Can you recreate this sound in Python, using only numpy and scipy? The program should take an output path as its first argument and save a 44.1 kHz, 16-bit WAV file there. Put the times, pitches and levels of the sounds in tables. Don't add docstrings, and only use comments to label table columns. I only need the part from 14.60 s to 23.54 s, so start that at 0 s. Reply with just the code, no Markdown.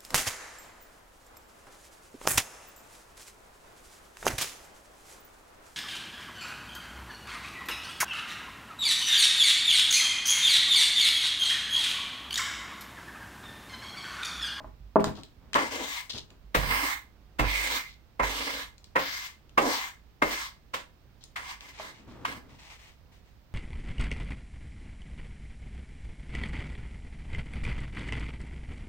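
import sys
import numpy as np
from scipy import signal
from scipy.fft import rfft, irfft
from scipy.io import wavfile
from scipy.ndimage import uniform_filter1d, map_coordinates

SR = 44100
rng = np.random.default_rng(int(sys.argv[2]) if len(sys.argv) > 2 else 0)


def generate_wav(signal):
    frames = np.transpose(np.atleast_2d(signal))
    scaled = np.clip(frames, -1, 1) * 32767
    pcm = np.round(scaled).astype(np.int16)
    wavfile.write(sys.argv[1], SR, pcm)


N = 394254
T = np.arange(N) / SR

# (frequency [Hz], t60 [s])
ROOM_T60 = [(150, 0.38), (600, 0.29), (2000, 0.27), (6000, 0.24), (14000, 0.26)]
# (frequency [Hz], level [dB])
ROOM_TONE = [(20, -9.5), (55, 0.5), (100, -6.5), (200, -14), (400, -19), (1000, -22), (2500, -26),
             (5000, -30), (8000, -40.5), (15000, -34)]
# (frequency [Hz], left minus right [dB])
MIC_BALANCE = [(100, 4), (1500, -3), (3000, 4), (5000, 3.5), (8000, 4.5), (13000, 15)]
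# (time [s], level [dB])
NEARNESS = [(0.4, -6), (1.0, -15), (1.4, -15), (2.0, -4), (2.9, -7), (3.7, -11), (4.5, -11), (5.1, -12),
            (5.8, -12.5), (6.7, -18), (7.5, -17), (8.3, 0)]
# (frequency [Hz], level [dB], t60 [s])
PANEL_MODES = [(50, -1, 0.7), (92, -13.5, 0.47), (125, -6.5, 0.14), (163, -7.5, 0.077)]
# (time [s], level [dB])
BOOMS = [(0.046, -41.5), (0.2, -39), (0.371, -43), (1.839, -45), (1.964, -25.5), (2.072, -27.5),
         (2.801, -22), (3.001, -48), (3.609, -30), (5.63, -43)]

# (frequency [Hz], level [dB])
PUFF_COLOUR = [(30, -8), (60, -4), (90, 0), (160, 0.5), (230, -12), (600, -60)]
GRIT_COLOUR = [(300, -17.5), (1800, -14), (2600, -6.5), (3300, 2), (4200, 2), (6000, -6), (9000, -18),
               (15000, -21.5)]
SCRAPE_COLOUR = [(200, -22), (900, 2.5), (1500, -5), (2100, 4.5), (3000, -0.5), (6500, -8), (9500, -15),
                 (15000, -22)]
SHUFFLE_COLOUR = [(50, -8.5), (95, -1), (160, -3.5), (280, -3), (550, -12.5), (1100, -15.5), (2000, -24),
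                  (6000, -38.5)]
# (time [s], length [s], level [dB])
PUFFS = [(1.96, 0.16, -42), (2.795, 0.046, -33)]
GRIT = [(0.448, 0.012, -45), (0.55, 0.046, -53.5), (0.636, .015, -62), (1.494, 0.011, -33),
        (1.53, .05, -42), (1.578, 0.0054, -38), (3.13, 0.041, -46), (3.25, 0.084, -55.5), (5.13, .05, -37),
        (5.705, .04, -39), (6.605, 0.033, -59.5), (7.495, 0.023, -63)]
SCRAPES = [(7.13, 0.052, -51.5), (7.175, 0.021, -44), (7.33, 0.072, -58), (7.47, 0.082, -63),
           (7.88, 0.081, -60), (7.98, .11, -53), (8.09, 0.048, -49.5), (8.18, 0.11, -55.5),
           (8.51, 0.057, -64), (8.64, 0.059, -69)]
SHUFFLES = [(0.0, 0.078, -52.5), (0.385, 0.021, -32), (0.455, 0.016, -28.5), (0.56, 0.028, -42),
            (0.8, 0.23, -59), (1.53, 0.041, -43.5), (1.69, 0.043, -58), (7.17, 0.16, -58), (7.36, .1, -57),
            (7.46, 0.32, -48.5), (7.82, 0.13, -56)]
# (time [s], level [dB], centre [Hz], decay [s])
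SNAPS = [(0.4049, -31, 5000, .0004), (0.4428, -14.5, 4500, .002), (0.6343, -28.5, 4360, .0006),
         (0.9328, -15.5, 2430, .0026), (0.9435, -10, 2930, .0034), (1.123, -26, 3500, .0011),
         (1.4975, -24, 4170, 0.0012), (1.579, -32, 4800, .0018), (1.704, -37.5, 2780, .003),
         (4.181, -40.5, 4800, .002), (4.2428, -33.5, 4300, 0.002), (4.894, -44, 2970, .002),
         (6.639, -27.5, 5900, .0018), (7.0082, -27, 2870, .0011), (7.9975, -37, 3500, .001)]
# (frequency [Hz], level [dB], t60 [s])
SHOE_MODES = [(165.8, -18.5, 0.42), (212.2, -17.5, 0.39), (309.6, -25, 0.27), (409.5, -20, 0.23),
              (428.3, -6.5, .025), (640, 3, 0.049), (843, -3, .05), (1012, -1.5, 0.025), (1278, -23, .04)]
# (time [s], level [dB], high cut [Hz], low cut [Hz])
SHOE_KNOCKS = [(0.004, -32, 1190, 850), (0.044, -31.5, 1180, 850), (0.3581, -4, 1150, 167.4),
               (0.3623, -0.5, 1170, 174.6), (0.397, -19, 2000, 150), (0.442, -15, 1500, 1300),
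               (7.198, -27, 1020, 930)]

# (frequency [Hz], level [dB], t60 [s])
HEAD_MODES = [(172, -18.5, 0.22), (293, -7, 0.18), (526, 1, 0.12), (760, -10, 0.12), (1002, -5.5, 0.13),
              (1110, -2, 0.081), (1460, -12, 0.038), (1869, -3.5, 0.068), (2135, -8.5, 0.11),
              (2724, -15.5, 0.11), (3810, -22.5, .04)]
# (frequency [Hz], width [Hz], level [dB])
BROOM_RINGS = [(828, 240, -14.5), (1028, 90, -13), (1667, 170, 6.5), (2079, 85, 6.5), (3100, 950, -7.5)]
BROOM_SHARED = [0.79, 0.51, 0.15]
# (frequency [Hz], level [dB])
SLAP_COLOUR = [(80, -13.5), (170, -8), (280, -2), (370, -3.5), (520, 4.5), (750, 1), (1080, 9), (1450, 6),
               (2000, 3.5), (2700, -6), (4000, -17.5), (6500, -24), (9500, -24), (15000, -22.5)]
RASP_COLOUR = [(80, -22.5), (190, -17), (290, 0.5), (370, -10), (520, -2), (720, -5), (1050, 7.5),
               (1500, -1.5), (2100, 2.5), (2700, -3), (4000, -4), (7000, -9), (9500, -10), (15000, -7)]
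# (time [s], head knock [dB], thud [dB], slap [dB], tip spray [dB],
#   slap ring [Hz], slap decay [s], rise [s], left minus right [dB])
LANDINGS = [(0.95, -25, -22.5, -16.5, -26.5, 1090, 0.024, 0.0085, 1.5),
            (1.946, -14.5, -24.5, -18, -22, 1880, 0.014, 0.0082, -0.5),
            (2.791, -15.5, -25, -22.5, -24, 760, 0.02, 0.016, -5),
            (3.595, -19, -29.5, -24.5, -38.5, 1010, 0.026, 0.0071, -6),
            (4.356, -13.5, -26.5, -18, -30.5, 935, 0.023, 0.0092, -1.5),
            (4.976, -12.5, -21.5, -15, -26, 1094, 0.011, 0.008, -1),
            (5.62, -17, -22.5, -13.5, -28.5, 870, 0.0074, 0.0088, 1),
            (6.138, -27, -37.5, -25, -27, 1610, 0.0096, 0.012, -2),
            (6.759, -36, -58, -32, -33.5, 2020, 0.026, 0.008, -1.5),
            (7.649, -26, -59, -22.5, -34, 1160, 0.0045, 0.0041, -2)]
# (time [s], time to full speed [s], on the floor [s], pressed down [s], head [dB],
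#   rasp [dB], tip hiss [dB], easing off [dB/s, negative when pressing on], left minus right [dB])
DRAGS = [(0.971, 0.031, 0.11, 0.093, -36, -39.5, -36, 59, 2),
         (1.104, 0.022, 0.28, 0.12, -41.5, -45.5, -37.5, -12, 1.5),
         (1.972, 0.15, 0.36, 0.27, -43, -35, -30.5, 14.5, -5),
         (2.82, 0.081, 0.35, .32, -49, -46, -35, -25, -4),
         (3.618, .03, 0.41, .36, -45, -42.5, -34, 10, -3.5),
         (4.378, 0.017, 0.29, .02, -37.5, -45, -34, 14, 0),
         (5.001, 0.11, 0.28, 0.066, -26.5, -35.5, -30, 55, 0),
         (5.642, 0.081, 0.22, 0.075, -39.5, -41, -32.5, 43, -2),
         (6.16, .01, 0.042, 0.022, -53, -50.5, -46.5, 42, -6),
         (6.779, 0.12, 0.14, 0.042, -56, -46.5, -39, 17, -2),
         (7.00, 0.022, 0.095, 0.075, -62.5, -59, -50.5, -7.5, -1),
         (7.188, 0.043, 0.12, 0.17, -57, -49.5, -45, 50, -3),
         (7.671, 0.012, 0.11, 0.066, -45, -43, -41.5, 114, -3)]
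# (time [s], length [s], boost [dB])
SNAGS = [(1.191, 0.011, 3.5), (2.028, 0.0067, 4.5), (2.101, 0.023, 6), (2.826, 0.027, 12.5),
         (3.63, 0.0076, 12.5), (3.802, 0.016, 7), (3.866, 0.031, 6.5)]
# (time [s], length [s], level [dB])
CHATTER = [(2.84, 0.11, -37.5), (2.92, .25, -35.5)]


def undb(db):
    return 10 ** (np.asarray(db) / 20)


def unit(x):
    return x / np.sqrt(np.mean(x ** 2))


def peaked(x, db):
    return undb(db) * x / np.abs(x).max()


def panned(db):
    return undb(np.array([[db], [-db]]) / 2)


def on_log(hz, points):
    point_hz, value = np.transpose(points)
    return np.interp(np.log(hz + 1), np.log(point_hz), value)


def colour(x, points, size=2048):
    gain = undb(on_log(np.fft.rfftfreq(size, 1 / SR), points))
    cepstrum = irfft(np.log(gain))
    cepstrum[1:size // 2] *= 2
    cepstrum[size // 2 + 1:] = 0
    response = irfft(np.exp(rfft(cepstrum)))
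    return signal.oaconvolve(x, np.array(response, ndmin=x.ndim), axes=-1)[..., :N]


def band(x, hz, kind="band", order=2):
    return signal.sosfilt(signal.butter(order, np.clip(hz, 5, .47 * SR), kind, fs=SR, output="sos"), x)


def octave(x, hz, order=2):
    return band(x, [hz / 2 ** .5, hz * 2 ** .5], order=order)


def add(track, start_s, sound):
    i = max(int(start_s * SR), 0)
    track[..., i:i + sound.shape[-1]] += sound[..., :N - i]


def wander(per_s):
    hold = int(SR / per_s)
    steps = np.repeat(rng.standard_normal(N // hold + 1), hold)
    return unit(uniform_filter1d(steps, hold)[:N])


def gesture(start_s, length_s, attack_s, fall_db_per_s):
    gain = np.zeros(N)
    now = slice(*np.searchsorted(T, [start_s, start_s + length_s + .5]))
    t = T[now] - start_s
    gain[now] = np.minimum(t / attack_s, 1) * undb(-fall_db_per_s * np.maximum(t - length_s, 0))
    return gain


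def gestures(rows, **shape):
    return np.sqrt(sum((undb(db) * gesture(s, length_s, **shape)) ** 2 for s, length_s, db in rows))


def grains(per_s, spread_db):
    chance, strength = rng.random((2, N))
    hit, out = chance < per_s / SR, np.zeros(N)
    size = undb(spread_db * np.minimum(-np.log(strength[hit]), 5))
    out[hit] = np.where(chance[hit] < per_s / SR / 2, size, -size)
    return unit(out)


def wide_grains(shared, **slips):
    common, left, right = (grains(**slips) for _ in range(3))
    return np.sqrt(shared) * common + np.sqrt(1 - shared) * np.array([left, right])


def room(x, lag_s, wet_db, build_s=.006):
    out, t = [], T[:int(.7 * SR)]
    for channel, delay_s in zip(np.broadcast_to(x, (2, N)), (0, lag_s)):
        tail = sum(octave(rng.standard_normal(len(t)), hz) * 1000 ** (-t / on_log(hz, ROOM_T60))
                   for hz in 62.5 * 2 ** np.arange(9))
        tail *= np.minimum(t / build_s, 1)
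        response = undb(wet_db) * tail / np.linalg.norm(tail)
        response[int(delay_s * SR)] += 1
        out.append(signal.oaconvolve(channel, response / np.linalg.norm(response))[:N])
    return np.array(out)


def room_tone(air_db=-60, hum_hz=57, hum_db=-66, right_boost_db=5):
    rumble = band(rng.standard_normal(N), 460, "low", order=1) * undb(wander(4.4))
    hum = undb(hum_db + 2 * wander(15)) * np.sin(2 * np.pi * hum_hz * T + wander(10))
    hiss = .7 * rng.standard_normal((2, N))
    air = undb(air_db) * unit(colour(rumble + hiss, ROOM_TONE))
    return (air + hum) * undb([[0], [right_boost_db]])


def ringing(modes, t):
    return sum(undb(db) * 1000 ** (-t / t60) * np.sin(2 * np.pi * hz * t) for hz, db, t60 in modes)


def floor_boom(push_s=.0058):
    out, t = np.zeros(N), T[:SR]
    swing = (1 - np.exp(-t / push_s)) * ringing(PANEL_MODES, t)
    for s, db in BOOMS:
        add(out, s, peaked(swing, db))
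    return out * undb([[-2.5], [3.5]])


def air_puffs():
    wind = unit(colour(rng.standard_normal((2, N)), PUFF_COLOUR))
    return wind * gestures(PUFFS, attack_s=.012, fall_db_per_s=250) * panned(-9)


def sawdust():
    grit = unit(colour(wide_grains(shared=.28, per_s=8500, spread_db=6.5), GRIT_COLOUR))
    grit *= gestures(GRIT, attack_s=.004, fall_db_per_s=450)
    scrape = unit(colour(wide_grains(shared=.25, per_s=5700, spread_db=3.5), SCRAPE_COLOUR))
    scrape *= gestures(SCRAPES, attack_s=.016, fall_db_per_s=244)
    return room(grit + scrape, lag_s=.0001, wet_db=-11.5)


def snaps(edge=1.9):
    out, t = np.zeros((2, N)), T[:int(.03 * SR)]
    for s, db, hz, decay_s in SNAPS:
        crack = (rng.standard_normal(len(t)) + rng.standard_normal((2, len(t)))) * np.exp(-t / decay_s)
        crack[:, 0] += edge * np.abs(crack).max()
        add(out, s, peaked(octave(crack, hz, order=1), db))
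    return room(out, lag_s=.0001, wet_db=-5)


def high_heels(crack_db=3, crack_s=.0066):
    knocks, t = np.zeros(N), T[:int(.5 * SR)]
    ring = ringing(SHOE_MODES, t)
    for s, db, high_cut_hz, low_cut_hz in SHOE_KNOCKS:
        crack = undb(crack_db) * rng.standard_normal(len(t)) * np.exp(-t / crack_s)
        knock = band(ring + crack, high_cut_hz, "low", order=4)
        add(knocks, s, peaked(band(knock, low_cut_hz, "high"), db))
    shuffle = unit(colour(grains(per_s=2500, spread_db=0), SHUFFLE_COLOUR))
    shuffle *= gestures(SHUFFLES, attack_s=.022, fall_db_per_s=399.5)
    return room(knocks + shuffle, lag_s=.00003, wet_db=-4.5)


def head_knocks(push_s=.0034, uneven_db=6, detune=.016):
    out, t = np.zeros(N), T[:int(.3 * SR)]
    hz, mode_db, t60 = np.array(HEAD_MODES).T[..., None]
    for s, knock_db, thud_db, slap_db, *_ in LANDINGS:
        strength, shift, phase = rng.standard_normal((3, len(hz), 1))
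        low_db = np.where(hz < 650, min(thud_db - slap_db, 0), 0)
        envelopes = undb(mode_db + low_db + uneven_db * strength) * 1000 ** (-t / t60)
        modes = envelopes * np.sin(2 * np.pi * (hz * (1 + detune * shift) * t + phase))
        knock = modes.sum(axis=0) * (1 - np.exp(-t / push_s))
        add(out, s, peaked(knock, knock_db))
    return room(out, lag_s=.00035, wet_db=-9)


def broom_parts(spectrum, **slips):
    bands = [(650, "low"), ([650, 3000], "band"), (3000, "high")]
    slipping = colour(np.array([grains(**slips) for _ in range(3)]), spectrum)
    common, separate = slipping[0], slipping[1:]
    return [unit(band(np.sqrt(share) * common + np.sqrt(1 - share) * separate, hz, kind, order=5))
            for (hz, kind), share in zip(bands, BROOM_SHARED)]


def bristle_landings(hold_s=.0068, thud_s=.028, spray_s=.021, ring_gain=.47, ring_ratio=1.12):
    thud, shafts, spray = broom_parts(SLAP_COLOUR, per_s=4000, spread_db=2)
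    out, t = np.zeros((2, N)), T[:int(.25 * SR)]
    for s, _, thud_db, slap_db, spray_db, ring_hz, slap_s, rise_s, pan_db in LANDINGS:
        start_s = s - rise_s / 2
        now = slice(int(start_s * SR), int(start_s * SR) + len(t))
        ring = unit(band(shafts[0, now], [ring_hz / ring_ratio, ring_hz * ring_ratio], order=1))
        slap = unit(shafts[:, now] + ring_gain * ring)
        rise = np.minimum(t / rise_s, 1) ** 2
        for part, db, decay_s in [(thud[:, now], thud_db, thud_s), (slap, slap_db, slap_s),
                                  (spray[:, now], spray_db, spray_s)]:
            fall = np.exp(-np.maximum(t - hold_s, 0) / decay_s)
            add(out, start_s, undb(db) * panned(pan_db) * rise * fall * part)
    return room(out, lag_s=.00029, wet_db=-8.5)


def broom_resonance(x, drift_db=2.17):
    rings = sum(undb(db) * band(x, [hz - width / 2, hz + width / 2], order=1)
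                for hz, width, db in BROOM_RINGS)
    hz, frames, spectrum = signal.stft(x + rings, SR, nperseg=512)
    node_hz = np.geomspace(200, 16000, 16)
    drift = rng.standard_normal((len(node_hz), len(frames)))
    drift = unit(uniform_filter1d(uniform_filter1d(drift, size=25), size=15))
    node_of_bin = np.interp(hz, node_hz, np.arange(len(node_hz)))
    grid = np.meshgrid(node_of_bin, np.arange(len(frames)), indexing="ij")
    gain = undb(drift_db * map_coordinates(drift, grid, order=1))
    return signal.istft(spectrum * gain, SR)[1][:, :N]


def bristle_drags(touch_s=.017, speed_up_s=.065, patchy_db=.93):
    head, rasp, hiss = broom_parts(RASP_COLOUR, per_s=14000, spread_db=2.5)
    jolt = 1 + sum((undb(db) - 1) * gesture(s, length_s, attack_s=.005, fall_db_per_s=700)
                   for s, length_s, db in SNAGS)
    out = np.zeros((2, N))
    for s, full_speed_s, length_s, pressed_s, head_db, rasp_db, hiss_db, easing, pan_db in DRAGS:
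        now = slice(int(s * SR), int((s + 1) * SR))
        t = T[now] - s
        slowness = np.clip((full_speed_s - t) / speed_up_s, 0, 1)
        contact = gesture(s, length_s, touch_s, fall_db_per_s=283.5)[now]
        contact *= undb(-easing * np.maximum(t - full_speed_s, 0))
        pressure = gesture(s, pressed_s, touch_s, fall_db_per_s=194.5)[now]
        body = head[:, now] * pressure * undb(head_db - 3 * slowness)
        shafts = rasp[:, now] * undb(rasp_db - 5 * slowness)
        tips = hiss[:, now] * undb(hiss_db - 7.5 * slowness)
        add(out, s, ((body + shafts) * jolt[now] + tips) * contact * panned(pan_db))
    chatter = unit(band(wide_grains(shared=.17, per_s=1500, spread_db=2.5), [2000, 2450]))
    out += chatter * gestures(CHATTER, attack_s=.018, fall_db_per_s=207) * panned(-6)
    out *= undb(patchy_db * wander(60))
    return room(broom_resonance(out), lag_s=.00021, wet_db=-9.5)


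def scene(fine_hz=9000):
    floor = bristle_landings() + head_knocks() + bristle_drags() + sawdust() + snaps() + high_heels()
    fine_hiss = signal.sosfiltfilt(signal.butter(2, fine_hz, "high", fs=SR, output="sos"), floor)
    carried = undb(np.interp(T, *np.transpose(NEARNESS)))
    left, right = floor + fine_hiss * (carried - 1)
    left = colour(left, [(hz, db / 2) for hz, db in MIC_BALANCE])
    right = colour(right, [(hz, -db / 2) for hz, db in MIC_BALANCE])
    return np.array([left, right]) + floor_boom() + room_tone() + air_puffs()


def record(dry, dip_db=-9, top_hz=15900):
    trough = [(9500, 0), (9950, dip_db), (12400, dip_db), (12900, 0)]
    top_cut = signal.ellip(10, .2, 70, top_hz, fs=SR, output="sos")
    return signal.sosfilt(top_cut, colour(dry, trough))


dry = scene()
out = record(dry)
generate_wav(out)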